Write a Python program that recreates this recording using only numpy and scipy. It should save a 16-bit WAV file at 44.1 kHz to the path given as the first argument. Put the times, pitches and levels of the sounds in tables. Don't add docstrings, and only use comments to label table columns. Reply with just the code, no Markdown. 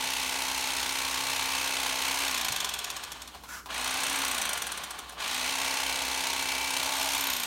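import sys
import numpy as np
from scipy import signal
from scipy.fft import rfft, irfft
from scipy.io import wavfile
from scipy.ndimage import uniform_filter1d

SR = 44100
rng = np.random.default_rng(int(sys.argv[2]) if len(sys.argv) > 2 else 0)


def wav_record(signal):
    frames = np.transpose(np.atleast_2d(signal))
    bounded = np.clip(frames, -1, 1)
    quanta = np.round(bounded * 32767).astype(np.int16)
    wavfile.write(sys.argv[1], SR, quanta)


N = 328986
TIME_S = np.arange(N) / SR
FREQ_HZ = np.fft.rfftfreq(4096, 1 / SR) + 1

# trigger pulled in seconds, let go in seconds, friction braking in Hz per second.
TRIGGER_PULLS = [(-1, 2.237, 17.27), (3.68, 4.235, 21.39), (5.17, 7.232, 14.8)]
# time in seconds, speed in Hz.
DRIVE_SPEED = [(0, 31.49), (1.1, 31.91), (2.05, 32.05), (2.27, 33.27), (3.68, 29.77), (4.2, 33.1),
               (5.17, 27.88), (5.55, 32.37), (6.1, 32.0), (6.7, 32.16), (7.2, 33.3)]
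# gear, rasp, slap, rotor and tip levels in dB,
# share of the blades lying flat from 0 to 1, extra chatter at the start in dB.
RUN_LEVELS = [(-35.5, -34, -23, -50, -48, 0.09, 0), (-34, -34.5, -25, -48.5, -45, .92, -2),
              (-37, -34.5, -25, -50, -37, 0.2, 2.5)]
# entry in seconds, start of exit in seconds, then gains in dB for
FISH_CUTS = [(-.5, 2.12, -4.5, -1, 6, 5, -5), (5.22, 6.79, 0, -1.5, 7, 13.5, -26)]
# time in seconds, level in dB.
BOARD_LOAD = [(0, -49), (6.7, -45), (6.88, -35.5), (7.08, -33.5), (7.25, -47), (7.46, -58)]
# start in seconds, level in dB.
SNAGS = [(3.276, -36), (7.012, -27), (7.044, -30), (7.059, -46), (7.089, -34), (7.134, -26)]
# multiple of the crank speed, level in dB.
STROKE_HARMONICS = [(4, -63.5), (6, -72), (11, -61), (12, -62), (13, -62), (14, -70.5), (16, -58.5),
                    (18, -63), (26, -49.5), (27, -49), (28, -47.5), (29, -48.5), (30, -49.5), (32, -56),
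                    (34, -54)]
# frequency in Hz, relative spectral density in dB.
AIR_SPECTRUM = [(25, -15), (42, -1), (70, 9.5), (110, -1.5), (250, 1.5), (500, -3), (1000, -26),
                (2000, -57), (5000, -12), (16000, -19)]
# start in seconds, level in dB.
HAND_THUDS = [(2.503, -41)]
HANDLE_KNOCKS = [(3.347, -41.5), (3.436, -40), (3.659, -37), (5.122, -41)]
# time in seconds, weave rate in Hz, level in dB.
SLEEVE_SWEEP = [(3.45, 1300, -57), (3.478, 1408, -53), (3.49, 1458, -41.5), (3.51, 1533, -41.5),
                (3.545, 1540, -39), (3.57, 1440, -42), (3.6, 1320, -45), (3.64, 1270, -68)]

# frequency in Hz, width in Hz, relative level in dB.
LOADED_KNIFE_MODES = [(497, 270, -10.5), (680, 100, -15), (803, 460, 0), (1077, 103, 3.5), (1456, 82, 2.5),
                      (1630, 110, 1), (1910, 390, -3.5), (2320, 250, 2), (2560, 190, 1.5), (2980, 350, 2),
                      (3710, 420, 0.5), (4230, 800, -0.5), (5270, 120, -1), (6350, 1430, -2.5),
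                      (8640, 450, -4), (9700, 440, -7.5), (11600, 950, -13.5), (14200, 2500, -31)]
FREE_KNIFE_MODES = [(345, 320, -7), (610, 110, -11), (820, 250, 1.5), (1090, 130, 5), (1480, 87, -1),
                    (1690, 150, -2.5), (2404, 320, -3), (3220, 590, 6), (4120, 590, 5.5),
                    (6500, 1200, -2.5), (8400, 500, -2), (11500, 3700, -23.5)]
CUTTING_BOARD_MODES = [(650, 37, -2.5), (868, 107, 0), (1030, 74, -19)]
LIFTED_BLADE_MODES = [(1000, 220, 2), (2590, 100, 5.5), (3505, 250, 7.5), (4440, 520, -3), (5390, 95, 7.5),
                      (6070, 270, 0.5), (6910, 420, 3), (8300, 350, 0.5), (9050, 1200, -11),
                      (10660, 360, -3), (11900, 350, -5), (13000, 400, -2), (14500, 1800, -29)]
FLAT_BLADE_MODES = [(1470, 300, 3), (3580, 300, 2.5), (5950, 230, 5.5), (6920, 240, 0), (8100, 48, 12),
                    (8700, 250, -8), (9410, 460, 4.5), (11000, 240, -2), (12100, 400, -19),
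                    (13100, 800, -7), (15300, 1400, -15)]
DAMPED_BLADE_MODES = [(3140, 410, 7), (4130, 760, 3.5), (6160, 1400, 1), (8850, 2300, -2),
                      (12600, 2300, -9)]
BLADE_TIP_MODES = [(13100, 310, 0)]
HANDLE_MODES = [(745, 150, -1), (1040, 170, 0.5), (2600, 500, -16), (3800, 1700, -13), (9000, 11000, -23)]


def undb(db):
    return 10 ** (np.asarray(db) / 20)


def unit(x):
    return x / np.sqrt(np.mean(x ** 2))


def curve(rows, column=1):
    rows = np.asarray(rows, float)
    return np.interp(TIME_S, rows[:, 0], rows[:, column])


def ramp(start_s, length_s):
    return np.clip((TIME_S - start_s) / length_s, 0, 1)


def walk(rate_hz):
    levels = rng.standard_normal(int(TIME_S[-1] * rate_hz) + 2)
    return unit(np.interp(TIME_S * rate_hz, np.arange(len(levels)), levels))


def grit(spread_db):
    return unit(rng.standard_normal(N) * undb(spread_db * rng.standard_normal(N)))


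def body(modes, low_hz=0, high_hz=np.inf):
    power = sum(undb(db) ** 2 / (1 + ((FREQ_HZ ** 2 - hz ** 2) / (FREQ_HZ * width_hz)) ** 2)
                for hz, width_hz, db in modes)
    return np.sqrt(power / np.mean(power * (FREQ_HZ > low_hz) * (FREQ_HZ < high_hz)))


def ring(x, gain):
    cepstrum = irfft(np.log(gain + 1e-9))
    half = len(cepstrum) // 2
    cepstrum[1:half] *= 2
    cepstrum[half + 1:] = 0
    return signal.oaconvolve(x, irfft(np.exp(rfft(cepstrum))))[:N]


def clicks(times_s, sizes):
    return np.bincount(np.clip(times_s * SR, 0, N).astype(int).ravel(), sizes.ravel(), N + 1)[:N]


def blows(rows, decay_s):
    times_s, db = np.transpose(rows)
    return signal.oaconvolve(clicks(times_s, undb(db)), np.exp(-TIME_S[:SR // 10] / decay_s))[:N]


def lobe(turns, centre_turns, width_turns):
    return np.exp((np.cos(2 * np.pi * (turns - centre_turns)) - 1) / (2 * np.pi * width_turns) ** 2)


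def crank(spin_up_s=0.025, drag_per_s=0.25):
    speed_hz = np.zeros(N)
    for pulled_s, let_go_s, braking_hz_per_s in TRIGGER_PULLS:
        coast_s = np.maximum(TIME_S - let_go_s, 0)
        spin_up = 1 - np.exp(-np.maximum(TIME_S - pulled_s, 0) / spin_up_s)
        driven_hz = np.interp(TIME_S - coast_s, TIME_S, curve(DRIVE_SPEED)) * spin_up
        run_hz = driven_hz * np.exp(-drag_per_s * coast_s) - braking_hz_per_s * coast_s
        speed_hz = np.maximum(speed_hz, run_hz)
    return speed_hz


def flesh(enter_s=0.37, leave_s=0.21):
    total = 0
    for entry_s, exit_s, *ends_db, tips_db in FISH_CUTS:
        depth = ramp(entry_s, enter_s) * (1 - ramp(exit_s, leave_s))
        gear_db = np.interp(TIME_S, [entry_s, exit_s], ends_db[:2])
        whine_db = np.interp(TIME_S, [entry_s, exit_s], ends_db[2:])
        total += np.array([depth, depth * gear_db, depth * whine_db, depth * tips_db])
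    return total


def efforts(speed_hz, full_hz=33, slap_from_hz=6.3, free_bite=0.65):
    pace = speed_hz / full_hz
    run = np.searchsorted([row[0] for row in TRIGGER_PULLS], TIME_S) - 1
    pulled_s, let_go_s, _ = np.array(TRIGGER_PULLS)[run].T
    gear_db, rasp_db, slap_db, rotor_db, tips_db, flat, start_db = np.array(RUN_LEVELS)[run].T
    settling_db = start_db * (1 - ramp(pulled_s, 0.4))
    jolt_db = 11 * np.exp(-(TIME_S - pulled_s) / 0.024)
    depth, cut_gear_db, cut_whine_db, cut_tips_db = flesh()
    damping = 1 - depth + depth * undb(-11.5)
    pressing_db = np.maximum(curve(BOARD_LOAD) - BOARD_LOAD[1][1], 0)
    play = np.clip((speed_hz - slap_from_hz) / 1.9, 0, 1)
    play *= undb(-4 * (1 - ramp(let_go_s, 0.29)))
    return dict(
        bite=np.clip((free_bite + (1 - free_bite) * depth) * pace ** 2.3, 0, 1),
        gear=undb(gear_db + cut_gear_db + jolt_db + settling_db) * pace ** 0.93,
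        rasp=undb(rasp_db - 0.5 * depth + settling_db) * pace ** 1.3 * ramp(pulled_s, 0.01),
        slap=undb(slap_db) * damping * play * pace ** 1.13 * ramp(pulled_s, 0.16),
        flat=np.clip(flat + (0.88 - flat) * depth, 0, 1),
        rotor=undb(rotor_db) * pace ** 4.3 * ramp(pulled_s, 0.16),
        crunch=undb(0.4 * pressing_db),
        whine=undb(-53.5 + cut_whine_db - 1.6 * pressing_db) * pace ** 2.5,
        tips=undb(tips_db + cut_tips_db - 0.7 * pressing_db) * pace ** 2 * ramp(pulled_s, 0.56) ** 2)


def contacts(turns, speed_hz, jitter_s=3e-5, scatter_db=4, wander_db=1.5, per_turn=240):
    offsets = (np.arange(per_turn) + rng.random(per_turn)) / per_turn
    places = np.arange(np.floor(turns[0]), turns[-1])[:, None] + offsets
    wander = unit(uniform_filter1d(rng.standard_normal(places.shape), size=24, axis=0))
    signs = rng.choice([-1, 1], per_turn)
    sizes = signs * undb(wander_db * wander + scatter_db * rng.standard_normal(places.shape))
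    times_s = np.interp(places, turns, TIME_S, left=np.inf, right=np.inf)
    times_s += jitter_s * rng.standard_normal(places.shape)
    return unit(clicks(times_s, sizes) / np.sqrt(speed_hz + 2))


def chatter(turns, speed_hz, effort, crossover_hz=2100):
    bite, force = effort["bite"], undb(0.5 * walk(30))
    gear_beat = 0.51 + (0.28 + 0.41 * bite) * lobe(turns, -0.05, 0.12) + 0.5 * lobe(turns, 0.446, 0.057)
    rasp_beat = 0.45 + (0.21 + 0.45 * bite) * lobe(turns, -0.013, 0.1) + 0.53 * lobe(turns, 0.48, 0.11)
    lows = 1 / np.sqrt(1 + (FREQ_HZ / crossover_hz) ** 8)
    highs = np.sqrt(1 - lows ** 2)
    knife = 0
    for modes, share, looseness in ((LOADED_KNIFE_MODES, bite, 0.55), (FREE_KNIFE_MODES, 1 - bite, 0.9)):
        push = unit(contacts(turns, speed_hz) + looseness * grit(spread_db=3.5)) * np.sqrt(share) * force
        gears = ring(push * gear_beat * effort["gear"], body(modes, 500, 2000) * lows)
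        rasp = ring(push * rasp_beat * effort["rasp"], body(modes, 2200, 4500) * highs)
        knife += undb(-1) * gears + undb(-1.17) * rasp
    board_push = grit(spread_db=-3.5) * gear_beat * bite * undb(curve(BOARD_LOAD))
    return knife + ring(board_push, body(CUTTING_BOARD_MODES))


def strokes(turns, at_turns, lead_s, burst_s, rebound, rebound_s, scatter_db=1.2):
    times_s = np.interp(np.arange(0, np.floor(turns[-1])) + at_turns, turns, TIME_S) - lead_s
    age_s = TIME_S[:SR // 10]
    burst = np.exp(-(age_s / burst_s) ** 4)
    bounce = rebound * np.exp(-((age_s - rebound_s) / 0.0015) ** 2)
    rattle = 0.047 * np.exp(-age_s / 0.009)
    sizes = undb(scatter_db * rng.standard_normal(len(times_s)))
    return signal.oaconvolve(clicks(times_s, sizes), burst + bounce + rattle)[:N]


def blade_slaps(turns, effort):
    returns = strokes(turns, 0.5, lead_s=0.0049, burst_s=0.007, rebound=0.52, rebound_s=0.0125)
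    bursts = returns * effort["slap"] + blows(SNAGS, decay_s=0.0075)
    lifted = ring(bursts * grit(spread_db=4) * np.sqrt(1 - effort["flat"]), body(LIFTED_BLADE_MODES))
    flat = ring(bursts * grit(spread_db=4) * np.sqrt(effort["flat"]), body(FLAT_BLADE_MODES))
    pushes = strokes(turns, 0, lead_s=0.0045, burst_s=0.0094, rebound=0.14, rebound_s=0.0115)
    crunch = ring(pushes * effort["bite"] ** 2 * grit(spread_db=2.5), body(DAMPED_BLADE_MODES))
    return undb(-2) * lifted + undb(-1.5) * flat + undb(-31.5) * effort["crunch"] * crunch


def blade_tips(turns, effort):
    rub = grit(spread_db=5) * (0.3 + 1.7 * lobe(turns, 0.45, 0.073)) * effort["tips"]
    return ring(rub, body(BLADE_TIP_MODES))


def drive_tones(turns, effort, gear_ratio=25 / 3, whine_per_turn=72):
    crank_rad = 2 * np.pi * turns
    rotor = np.sin(gear_ratio * crank_rad + 0.53 * walk(28)) * effort["rotor"] * undb(0.99 * walk(30))
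    whine = np.sin(whine_per_turn * crank_rad + 0.5 * walk(25)) * effort["whine"] * undb(1.1 * walk(8))
    drumming = sum(np.cos(multiple * (crank_rad + 0.577) + 0.77 * walk(25)) * undb(db + 2 * walk(6))
                   for multiple, db in STROKE_HARMONICS)
    return np.sqrt(2) * (rotor + whine + effort["bite"] ** 2 * drumming)


def handle_shake(turns, effort):
    return undb(-61) * effort["bite"] * np.sin(4 * np.pi * turns)


def kitchen(air_db=-56, hum_db=-59, mains_hz=60):
    hz, db = np.transpose(AIR_SPECTRUM)
    air_gain = undb(np.interp(np.log(FREQ_HZ), np.log(hz), db))
    air = unit(ring(rng.standard_normal(N), air_gain))
    hum = np.sqrt(2) * np.sin(2 * np.pi * mains_hz * TIME_S)
    return undb(air_db + 0.15 * walk(2)) * air + undb(hum_db + 1.5 * walk(5)) * hum


def hand_thud(pitch_hz=120, width_hz=22):
    times_s, db = np.transpose(HAND_THUDS)
    age_s = TIME_S[:SR // 4]
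    thump = np.sin(2 * np.pi * pitch_hz * age_s) * np.exp(-np.pi * width_hz * age_s)
    return signal.oaconvolve(clicks(times_s, undb(db)), thump)[:N]


def handle_knocks():
    return ring(blows(HANDLE_KNOCKS, decay_s=0.015) * rng.standard_normal(N), body(HANDLE_MODES))


def sleeve():
    weave_rad = 2 * np.pi * np.cumsum(curve(SLEEVE_SWEEP)) / SR
    weave = unit(walk(480) * np.cos(weave_rad) + walk(480) * np.sin(weave_rad))
    cloth = body([(1060, 450, 2.5), (2120, 1900, -3), (6260, 2600, -3.5), (11900, 2100, -10)])
    hiss = ring(rng.standard_normal(N), cloth)
    passing = (TIME_S > SLEEVE_SWEEP[0][0]) & (TIME_S < SLEEVE_SWEEP[-1][0])
    return (weave + hiss) * undb(curve(SLEEVE_SWEEP, column=2) - 3) * passing


def room(x, wet_db=-7, t60_s=0.47, damping_hz=7000):
    age_s = TIME_S[:SR // 2]
    tail = rng.standard_normal(len(age_s)) * np.exp(-np.log(1000) * age_s / t60_s) * (age_s > 0.003)
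    wet = signal.oaconvolve(x, tail / np.linalg.norm(tail))[:N]
    return x + undb(wet_db) * ring(wet, 1 / np.sqrt(1 + (FREQ_HZ / damping_hz) ** 2))


def scene():
    speed_hz = crank()
    turns = np.cumsum(speed_hz) / SR - 0.362
    effort = efforts(speed_hz)
    knife = chatter(turns, speed_hz, effort) + blade_slaps(turns, effort) + blade_tips(turns, effort)
    in_room = room(knife + hand_thud() + handle_knocks() + sleeve())
    tones = drive_tones(turns, effort) + handle_shake(turns, effort)
    return (undb(0.4) * in_room + tones + kitchen())[None, :]


def record(dry):
    cutoff_hz = 15850
    return signal.sosfilt(signal.ellip(10, 0.2, 80, cutoff_hz, fs=SR, output="sos"), dry)


dry = scene()
out = record(dry)
wav_record(out)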